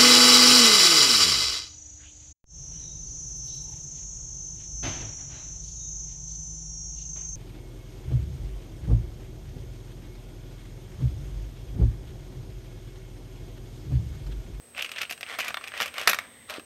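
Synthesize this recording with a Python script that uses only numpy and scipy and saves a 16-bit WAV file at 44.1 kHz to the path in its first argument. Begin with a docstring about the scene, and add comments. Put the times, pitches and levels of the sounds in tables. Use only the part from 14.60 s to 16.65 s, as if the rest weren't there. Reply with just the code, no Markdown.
"""Throughout lie room tone, a low hum and a thin whine, a tone keyed on and off. Fingers turn a key ring on a
cloth-covered table: ring, clasp and charms click as damped, filtered impulses, and the chain rattles as random trains
of link slips. The bunch is let go and clatters down in noisy cracks and damped low modes, with a low overload thump.
A hand brushes the cloth as shaped noise; a last nudge slides the ring, clicks and thuds softly. Only faint high modes
of the damped metal ring on, and a small room answers with decaying noise."""
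import sys
import numpy as np
from scipy import signal
from scipy.fft import rfft, irfft, next_fast_len
from scipy.io import wavfile
from scipy.ndimage import uniform_filter1d

SR = 44100
rng = np.random.default_rng(int(sys.argv[2]) if len(sys.argv) > 2 else 0)


def output_pcm(signal):
    """Save a mono or channel-first signal as 16-bit PCM at the path in sys.argv[1].

    Samples are clipped to [-1, 1] before scaling.
    """
    pcm = np.clip(np.atleast_2d(signal).T, -1, 1) * 32767
    wavfile.write(sys.argv[1], SR, np.round(pcm).astype(np.int16))


N = 90404  # length in samples


def amp(db):
    """Level to amplitude ratio: 20 dB per factor of ten."""
    return 10 ** (np.asarray(db) / 20)


def unit(x):
    """Normalization to a root-mean-square value of 1."""
    return x / np.sqrt(np.mean(x ** 2) + 1e-20)


def along(points, hz):
    """Linear interpolation of (f/Hz, value) points on a logarithmic frequency axis."""
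    f, value = np.transpose(points)
    return np.interp(np.log(hz + 1), np.log(f + 1), value)


def filtered(x, response):
    """Linear filtering: the spectrum of x is multiplied by a frequency response."""
    size = next_fast_len(N + SR // 2)
    hz = np.fft.rfftfreq(size, 1 / SR)
    return irfft(rfft(x, size) * response(hz), size)[:N]


def causal(colour_db, size=1024):
    """Minimum phase: the folded cepstrum gives the sharpest impulse response of a given colour."""
    hz = np.fft.rfftfreq(size, 1 / SR)
    cepstrum = irfft(np.log(amp(colour_db(hz))))
    cepstrum[1:size // 2] *= 2
    cepstrum[size // 2 + 1:] = 0
    return irfft(np.exp(rfft(cepstrum)))


def add(track, s, sound):
    """Superposition: a sound is summed into the track from time s."""
    part = track[max(round(s * SR), 0):][:len(sound)]
    part += sound[:len(part)]


def taps(rate, spread_db, size):
    """Random impulse process: tiny impacts of either sign and uneven strength, on average rate a second."""
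    chance, strength = rng.random(size), rng.standard_normal(size)
    sign = rng.choice([-1, 1], size)
    return (chance < rate / SR) * sign * amp(spread_db * np.clip(strength, -2, 2))


CHATTER_PER_S, CHATTER_T60_S = 1800, 0.027


def rebounds(db, size):
    """Repeated impact: one blow, then a dying flurry of tiny ones whose total energy is set by db."""
    t = np.arange(size) / SR
    force = taps(CHATTER_PER_S, 2.34, size=size) * amp(-60 * t / CHATTER_T60_S) * (t > .0005)
    force *= amp(db) / (np.linalg.norm(force) + 1e-9)
    force[0] = 1
    return force


BUILD_S = .0008  # mean delay as a click spreads through the bunch


def dispersed(click):
    """Dispersion: each frequency has its own smoothly varying random delay, which rounds the attack."""
    spectrum = rfft(click)
    knots = rng.uniform(0, 2 * BUILD_S, size=24)
    delay = np.interp(np.linspace(0, 1, len(spectrum)), np.linspace(0, 1, len(knots)), knots)
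    # phase is the delay summed over frequency
    return irfft(spectrum * np.exp(-2j * np.pi * np.cumsum(delay) * SR / len(click)))


def resonance(hz, centre_hz, width_hz):
    """Resonance curve: a bell of height 1, down to one half at width_hz from its centre."""
    return 1 / (1 + ((hz - centre_hz) / width_hz) ** 2)


# share of a treble change that applies at each frequency: f/Hz, share
TREBLE_SHARE = [(3000, 0.052), (6000, 0.4), (12000, 0.85)]
UNEVEN_DB = 6  # largest peak or dip before the treble share


def uneven(hz):
    """Position-dependent excitation: every touch lands on another spot and has other treble peaks and dips (dB)."""
    knots = 2 * rng.random(size=28) - 1
    ripple = np.interp(hz, np.linspace(0, SR / 2, len(knots)), knots)
    return UNEVEN_DB * ripple * along(TREBLE_SHARE, hz)


CLICK_S = .003


def sized(click):
    """Energy normalization: a click gets the energy of CLICK_S seconds at rms 1."""
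    return click * np.sqrt(CLICK_S * SR) / np.linalg.norm(click)


# spectrum of the room tone: f/Hz, level/dB
AIR_COLOUR = [(20, -32), (45, -17.5), (70, 1), (105, -3), (170, -7.5), (500, -5), (900, -13), (2000, -14),
              (4500, -20), (10000, -23.5), (15500, -22)]
AIR_DB, HUM_HZ, HUM_DB = -57, 237.8, -68.5  # rms levels


def background():
    """Stationary noise with a given spectrum, plus a pure tone as the hum."""
    t = np.arange(N) / SR
    air = unit(filtered(rng.standard_normal(N), lambda hz: amp(along(AIR_COLOUR, hz))))
    hum = np.sqrt(2) * np.sin(2 * np.pi * HUM_HZ * t)
    return amp(AIR_DB) * air + amp(HUM_DB) * hum


WHINE_HZ, WHINE_WANDER_HZ = 8268, 71.5  # mean pitch, rms wander
WHINE_DB, WHINE_TICK_DB = -52.5, -44
PULSE_RATE, PULSE_START_S, PULSE_ON_S = 60, .0031, .0126  # pulses per second, offset, time on


def whine():
    """Amplitude keying: a frequency-modulated tone switches on and off, with a tick at each start."""
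    t = np.arange(N) / SR
    on = ((t - PULSE_START_S) * PULSE_RATE % 1 < PULSE_ON_S * PULSE_RATE) * 1.
    wander = unit(uniform_filter1d(rng.standard_normal(N), size=50))
    pitch = WHINE_HZ + WHINE_WANDER_HZ * wander
    tone = uniform_filter1d(on, size=30) * np.sin(2 * np.pi * np.cumsum(pitch) / SR)
    tick_colour = [(3000, -3), (9000, 10), (12000, 5), (15500, -6)]  # f/Hz, level/dB
    starts = np.diff(on, prepend=0) > 0
    clicks = filtered(starts, lambda hz: amp(along(tick_colour, hz)))
    return amp(WHINE_DB) * tone + amp(WHINE_TICK_DB) * clicks


# one stroke of the hand over the cloth: t/s at the height, half length/s, level/dB
HAND_STROKE = (1.75, 0.24, -56)
# spectrum of the rubbing: f/Hz, level/dB
CLOTH_COLOUR = [(80, -51), (240, 8.5), (320, -10), (1400, -20), (2000, 5.5), (2400, -8), (3700, -4.5),
                (5000, -32)]


def brush():
    """Friction noise: a faint rub is filtered noise under a bell-shaped swell."""
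    s, half, db = HAND_STROKE
    swell = np.exp(-((np.arange(N) / SR - s) / half) ** 2)
    rub = unit(filtered(rng.standard_normal(N), lambda hz: amp(along(CLOTH_COLOUR, hz))))
    return amp(db) * swell * rub


# short low thumps, the recorder's overload thump under the loudest blow and a soft thud at the last nudge:
# t/s, final f/Hz, level/dB before onset and doubling, t60/s
THUMPS = [(1.473, 69, -34, 0.016), (1.9828, 296, -23, 0.012)]
THUMP_RISE_S, THUMP_SAG, THUMP_SAG_S = 0.0017, 0.54, 0.0018  # onset, initial excess of pitch (share), its decay


def thumps():
    """Heavily damped oscillation: each thump is a short decaying sinusoid, falling in pitch."""
    out, t = np.zeros(N), np.arange(SR // 8) / SR
    onset = 1 - np.exp(-t / THUMP_RISE_S)
    for s, hz, db, t60 in THUMPS:
        pitch = hz * (1 + THUMP_SAG * np.exp(-t / THUMP_SAG_S))
        phase = 2 * np.pi * np.cumsum(pitch) / SR
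        add(out, s, -amp(db - 60 * t / t60) * onset * 2 * np.sin(phase))
    return out


# the ring slides over the clasp under a finger: t/s, level/dB
SLIDE_LEVEL = [(1.876, -70), (1.893, -43.5), (1.904, -33), (1.925, -41.5), (1.945, -41), (1.975, -41.5),
               (2.003, -68), (2.03, -93)]
# spectrum of one slip: f/Hz, level/dB
SLIP_COLOUR = [(100, -54), (400, -4.5), (600, 5), (900, -4.5), (1250, 3.5), (2600, -3), (4000, -3.5),
               (7000, -21), (10000, -24), (15500, -29)]


def slide():
    """Stick-slip friction: dense little slips excite one impulse response as the ring is pushed along."""
    level_db = np.interp(np.arange(N) / SR, *np.transpose(SLIDE_LEVEL), left=-120)
    slip = causal(lambda hz: along(SLIP_COLOUR, hz))
    slips = amp(level_db) * unit(taps(3000, 5.2, size=N))
    return signal.fftconvolve(slips, slip / np.linalg.norm(slip))[:N]


# the chain shifts and rattles: t/s at the height, half length/s, level/dB, central f/Hz of the link pitches
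CHAIN_SHIFTS = [(.197, 0.035, -39, 2600), (0.3, 0.14, -51, 2700), (0.39, 0.06, -42, 2800),
                (0.721, 0.05, -36, 2290), (0.861, 0.054, -36.5, 2440), (1.06, 0.057, -46, 2320),
                (1.164, 0.041, -40.5, 1690), (1.226, 0.061, -37, 2620), (1.398, 0.055, -36.5, 2530),
                (1.495, .028, -30.5, 1970), (1.607, 0.055, -46.5, 2000)]
# spectrum common to the links: f/Hz, level/dB
LINK_COLOUR = [(40, -49), (330, -14), (560, -2.5), (750, -2.5), (890, -7.5), (1150, -1), (1800, -1.5),
               (2550, -3.5), (3300, -4), (4500, -11.5), (6500, -17.5), (9600, -26.5), (12000, -23),
               (15500, -42)]
LINKS_PER_S, LINK_SPREAD_DB = 1500, 3.5  # slips of all links together, spread of their strength
LINK_PEAK_DB, LINK_WIDTH_HZ, LINK_PITCH_SPREAD = 10, 190, .15  # spread in natural-log units


def chain(count=6):
    """Random excitation of resonators: in each swell links slip and tumble, each ringing at its own pitch."""
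    out = np.zeros(N)
    t = np.arange(-SR // 7, SR // 7) / SR
    for s, half, db, ring_hz in CHAIN_SHIFTS:
        swell = amp(db) * np.exp(-(t / half) ** 2)
        for link_hz in ring_hz * np.exp(LINK_PITCH_SPREAD * rng.standard_normal(count)):
            def colour(hz):
                peak = LINK_PEAK_DB * resonance(hz, link_hz, LINK_WIDTH_HZ)
                return along(LINK_COLOUR, hz) + uneven(hz) + peak
            link = causal(colour)
            slips = swell * unit(taps(LINKS_PER_S / count, LINK_SPREAD_DB, size=len(t)))
            add(out, s + t[0], signal.fftconvolve(slips, dispersed(link)) / np.linalg.norm(link))
    return out / np.sqrt(count)


GRIP_DETUNE = .04  # largest shift of pitch (share)
# single links ticking: t/s, level/dB
LINK_TICKS = [(0.1663, -39.5), (.174, -38.5), (0.1905, -31), (0.1937, -29), (0.2092, -29), (0.2118, -31),
              (0.2251, -27), (0.3376, -41), (.371, -33), (0.3783, -39), (0.4525, -36), (0.6648, -38.5),
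              (0.8305, -33.5)]
TICK_HZ, TICK_RISE_S = 2700, .00032  # mean pitch, time to the peak of the envelope


def ticks():
    """Impulsively excited oscillator: a small link drops against its neighbour, a ping of a few cycles."""
    out, t = np.zeros(N), np.arange(SR // 50) / SR
    for s, db in LINK_TICKS:
        hz = TICK_HZ * (1 + GRIP_DETUNE * rng.uniform(-1, 1))
        ping = t * np.exp(-t / TICK_RISE_S) * np.sin(2 * np.pi * hz * t)
        add(out, s, amp(db) * sized(ping))
    return out


# high modes of ring and clasp: mean f/Hz, relative level/dB, t60/s
METAL_MODES = [(3850, -17, .2), (5050, -13, .1), (5750, -14, .1), (6280, -17, .1), (7550, -17, .06),
               (10600, -15, .04), (11200, -8, .045), (11500, -11, .05), (11940, -12, .06),
               (12300, -6, .045), (12550, -11, .04), (14100, -14, .035)]
RING_DB, RING_SPREAD_DB, DETUNE = -16, 1.5, 0.0055  # level offset, largest level and pitch (share) deviations


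def ringing(t, bright_db):
    """Modal superposition: faint decaying sinusoids, a little different at every touch."""
    mode_hz, mode_db, t60 = np.transpose(METAL_MODES)[:, :, None]
    level, tune, phase = 2 * rng.random((3, len(METAL_MODES), 1)) - 1
    decay = amp(mode_db + RING_SPREAD_DB * level - 60 * t / t60)
    cycles = mode_hz * (1 + DETUNE * tune) * t + phase
    modes = decay * np.sin(2 * np.pi * cycles)
    return amp(RING_DB + bright_db) * modes.sum(0)


# spectrum of an average contact: f/Hz, level/dB
CLICK_COLOUR = [(40, -41), (200, -13.5), (350, -17.5), (550, -6), (750, -3), (890, -18.5), (1130, -2.5),
                (1700, -0.5), (2100, -2), (2550, 4), (3300, -3.5), (4300, -7), (5900, -9), (9600, -22),
                (12000, -17), (15500, -32)]
# share of the extra weight that applies at each frequency: f/Hz, share
LOW_SHARE = [(1300, 0.75), (2100, 0)]
# metal touching metal: t/s, level/dB before CONTACT_DB, extra weight/dB and extra brightness/dB before
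# their shares, f/Hz of the struck part
METAL_CONTACTS = [(0.1481, -42, 1, -27, 2570), (0.1786, -34.5, 4.5, 2.5, 2890), (0.195, -34, -9, -2, 2860),
                  (0.2221, -31.5, -4.5, 10.5, 2800), (0.2454, -30, -3.5, -5, 2800),
                  (0.2487, -35, 0, 1, 2340), (0.2612, -34, -22, -8, 2350), (0.292, -37.5, 2.5, 3, 2340),
                  (0.3162, -33, -0.5, 7, 2770), (0.3615, -33, -2, -16, 2920), (0.383, -27, -21, -10, 1940),
                  (0.3877, -29.5, -9, -8, 2190), (0.4111, -30.5, 0.5, -16, 2450),
                  (0.4154, -26.5, -1, 6, 2330), (0.431, -28.5, 0, -2.5, 2820), (0.4955, -35, -3, -8, 2390),
                  (0.5013, -37, -4, 11.5, 2600), (0.5093, -31, 7, 11.5, 2600), (0.5239, -33, -5, 8.5, 2950),
                  (0.528, -36.5, 0, -6, 2800), (0.577, -45, 4, 8, 2300), (0.609, -37.5, 3, 10, 2350),
                  (0.6298, -28.5, -2, -12, 2700), (0.7869, -34.5, 20.5, 16, 2350),
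                  (0.7892, -28.5, -2, 3, 2230), (0.799, -27, -27, -1, 2330), (0.8032, -26.5, -2, 3, 2300),
                  (0.806, -32.5, 6, 8, 2280), (0.8154, -33, -7, -1, 2400), (0.846, -34, -13, 7, 2930),
                  (0.8813, -31, -7, 11, 2570), (0.8858, -32, 9.5, -14, 2560),
                  (0.9051, -35.5, 18, -18, 2350), (1.011, -45, 18, -3, 2360), (1.0396, -32.5, -3, -4, 2250),
                  (1.0745, -35, -19, 1.5, 2590), (1.0808, -38.5, -10, 9, 2450), (1.118, -37, 2, -26, 1800),
                  (1.1384, -32, 2, -33, 1710), (1.1754, -32.5, -3, 2, 2500), (1.2101, -27, 12, 7, 2500),
                  (1.2191, -22.5, 1.5, 0, 2960), (1.228, -27.5, -14, 6, 2420),
                  (1.2587, -34.5, 12, 13, 2560), (1.2796, -37, -10, 5, 2540), (1.3405, -39.5, -4, 6, 2800),
                  (1.396, -36, -23, 11, 2950), (1.4132, -34, 12, 10, 2940), (1.4328, -35, 5, 0, 1790),
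                  (1.4779, -18, 4, 11, 2000), (1.491, -24, 6, 8, 1730), (1.4956, -22.5, 10.5, 18, 2370),
                  (1.5146, -27, -8, 5, 1900), (1.5446, -28.5, 9.5, 9, 1850),
                  (1.8975, -35.5, -17, 7.5, 2660), (1.904, -37, -17, 9, 2680),
                  (1.9394, -37, -10, 3.5, 2680), (1.996, -43, 11.5, 4, 2900)]
CONTACT_DB, CHATTER_DB = -3, 0.5  # common level offset, rebounds relative to the first impact
PITCH_PEAK_DB, PITCH_WIDTH_HZ = 5, 420  # resonance of the struck part


def contacts():
    """Impact excitation: a damped, pitched click with tiny rebounds sets the metal ringing faintly."""
    out, t = np.zeros(N), np.arange(SR // 6) / SR
    average = causal(lambda hz: along(CLICK_COLOUR, hz))
    scale = np.sqrt(CLICK_S * SR) / np.linalg.norm(average)
    for s, db, weight_db, bright_db, pitch_hz in METAL_CONTACTS:
        def colour(hz):
            peak = PITCH_PEAK_DB * resonance(hz, pitch_hz, PITCH_WIDTH_HZ)
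            tilt = weight_db * along(LOW_SHARE, hz) + bright_db * along(TREBLE_SHARE, hz)
            return along(CLICK_COLOUR, hz) + uneven(hz) + peak + tilt
        click = dispersed(causal(colour))
        force = rebounds(CHATTER_DB, size=len(t))
        struck = scale * signal.fftconvolve(force, click)[:len(t)]
        add(out, s, amp(db + CONTACT_DB) * (struck + ringing(t, bright_db)))
    return out


# hard blows on the big ring: t/s, level/dB, crack level/dB relative to the body, most strongly struck f/Hz
RING_KNOCKS = [(0.9431, -24.5, -10.5, 4160), (0.9706, -25, -15, 1550), (1.2025, -21.5, -8.5, 1110),
               (1.382, -25.5, -6, 1800), (1.4744, -10.5, -2, 1650), (1.5321, -18.5, -8.5, 1440),
               (1.5877, -22, -7.5, 1860)]
# modes of the big ring: mean f/Hz, relative level/dB
RING_MODES = [(700, -8), (1260, -1), (1500, -4.5), (1800, -1), (2300, -4), (2780, -4), (3600, -4.5),
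              (4150, -12)]
# spectrum of the crack: f/Hz, level/dB
CRACK_COLOUR = [(700, -12), (1800, 7), (5000, 2.5), (9000, -9), (13000, -3.5), (16000, -21)]
KNOCK_T60_S, CRACK_T60_S, KNOCK_CHATTER_DB = .011, 0.02, -4  # decay of modes and crack, rebound level


def knocks():
    """Modal excitation by a hard blow: a sharp crack, with low modes damped by the hand, boosted where struck."""
    out, t = np.zeros(N), np.arange(SR // 6) / SR
    mode_hz, mode_db = np.transpose(RING_MODES)[:, :, None]
    sign = (-1) ** np.arange(len(RING_MODES))[:, None]
    for s, db, crack_db, struck_hz in RING_KNOCKS:
        level, tune = 2 * rng.random((2, len(RING_MODES), 1)) - 1
        struck_db = PITCH_PEAK_DB * resonance(mode_hz, struck_hz, PITCH_WIDTH_HZ)
        decay = amp(mode_db + RING_SPREAD_DB * level + struck_db - 60 * t / KNOCK_T60_S)
        modes = sign * decay * np.cos(2 * np.pi * mode_hz * (1 + GRIP_DETUNE * tune) * t)
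        force = rebounds(KNOCK_CHATTER_DB, size=len(t))
        body = signal.fftconvolve(modes.sum(0), force)[:len(t)]
        burst = rng.standard_normal(len(t)) * amp(-60 * t / CRACK_T60_S)
        crack = signal.fftconvolve(burst, causal(lambda hz: along(CRACK_COLOUR, hz)))[:len(t)]
        add(out, s, amp(db) * (sized(body) + amp(crack_db) * sized(crack) + ringing(t, crack_db)))
    return out


# reverberation time of the room: f/Hz, t60/s
TAIL_T60 = [(300, 0.84), (2000, 0.29), (6000, 0.26), (14000, 0.033)]
ROOM_DB, WALLS_DB, WALLS_T60_S = -19, -12.5, 0.098  # weak tail, quick answer and its decay


def room(x, size=512):
    """Diffuse reverberation: hand and table answer quickly and ever differently, over a frequency-dependent tail."""
    hz, t, z = signal.stft(rng.standard_normal(SR // 2), SR, nperseg=256)
    decay = amp(-60 * t / along(TAIL_T60, hz)[:, None])
    tail = signal.istft(z * decay, SR, nperseg=256)[1]
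    out = amp(ROOM_DB) * signal.fftconvolve(x, tail / np.linalg.norm(tail))[:N]
    fade = amp(-60 * np.arange(SR // 7) / SR / WALLS_T60_S)
    # each short piece of sound meets a new random response
    pieces = np.pad(x, (0, -N % size)).reshape(-1, size)
    walls = rng.standard_normal((len(pieces), len(fade))) * fade / np.linalg.norm(fade)
    for k, answer in enumerate(signal.fftconvolve(pieces, walls, axes=1)):
        add(out, k * size / SR, amp(WALLS_DB) * answer)
    return np.pad(out, (SR // 300, 0))[:N]  # both arrive a 300th of a second late


def scene():
    """Superposition of direct sound, room answer and background."""
    keys = thumps() + slide() + chain() + ticks() + contacts() + knocks()
    return (background() + whine() + brush() + room(keys) + keys)[None]


LOW_CUT_HZ, TOP_HZ = 22, 15850


def record(dry):
    """Saturation and band limiting: the recorder rounds high peaks, thins deep bass and cuts above TOP_HZ."""
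    rounded = dry[0] / (1 + (dry[0] / .9) ** 4) ** (1 / 4)
    low_cut = signal.butter(2, LOW_CUT_HZ, "high", fs=SR, output="sos")
    thinned = signal.sosfilt(low_cut, rounded)
    return filtered(thinned, lambda hz: 1 / (1 + (hz / TOP_HZ) ** 400))[None]


dry = scene()
out = record(dry)
output_pcm(out)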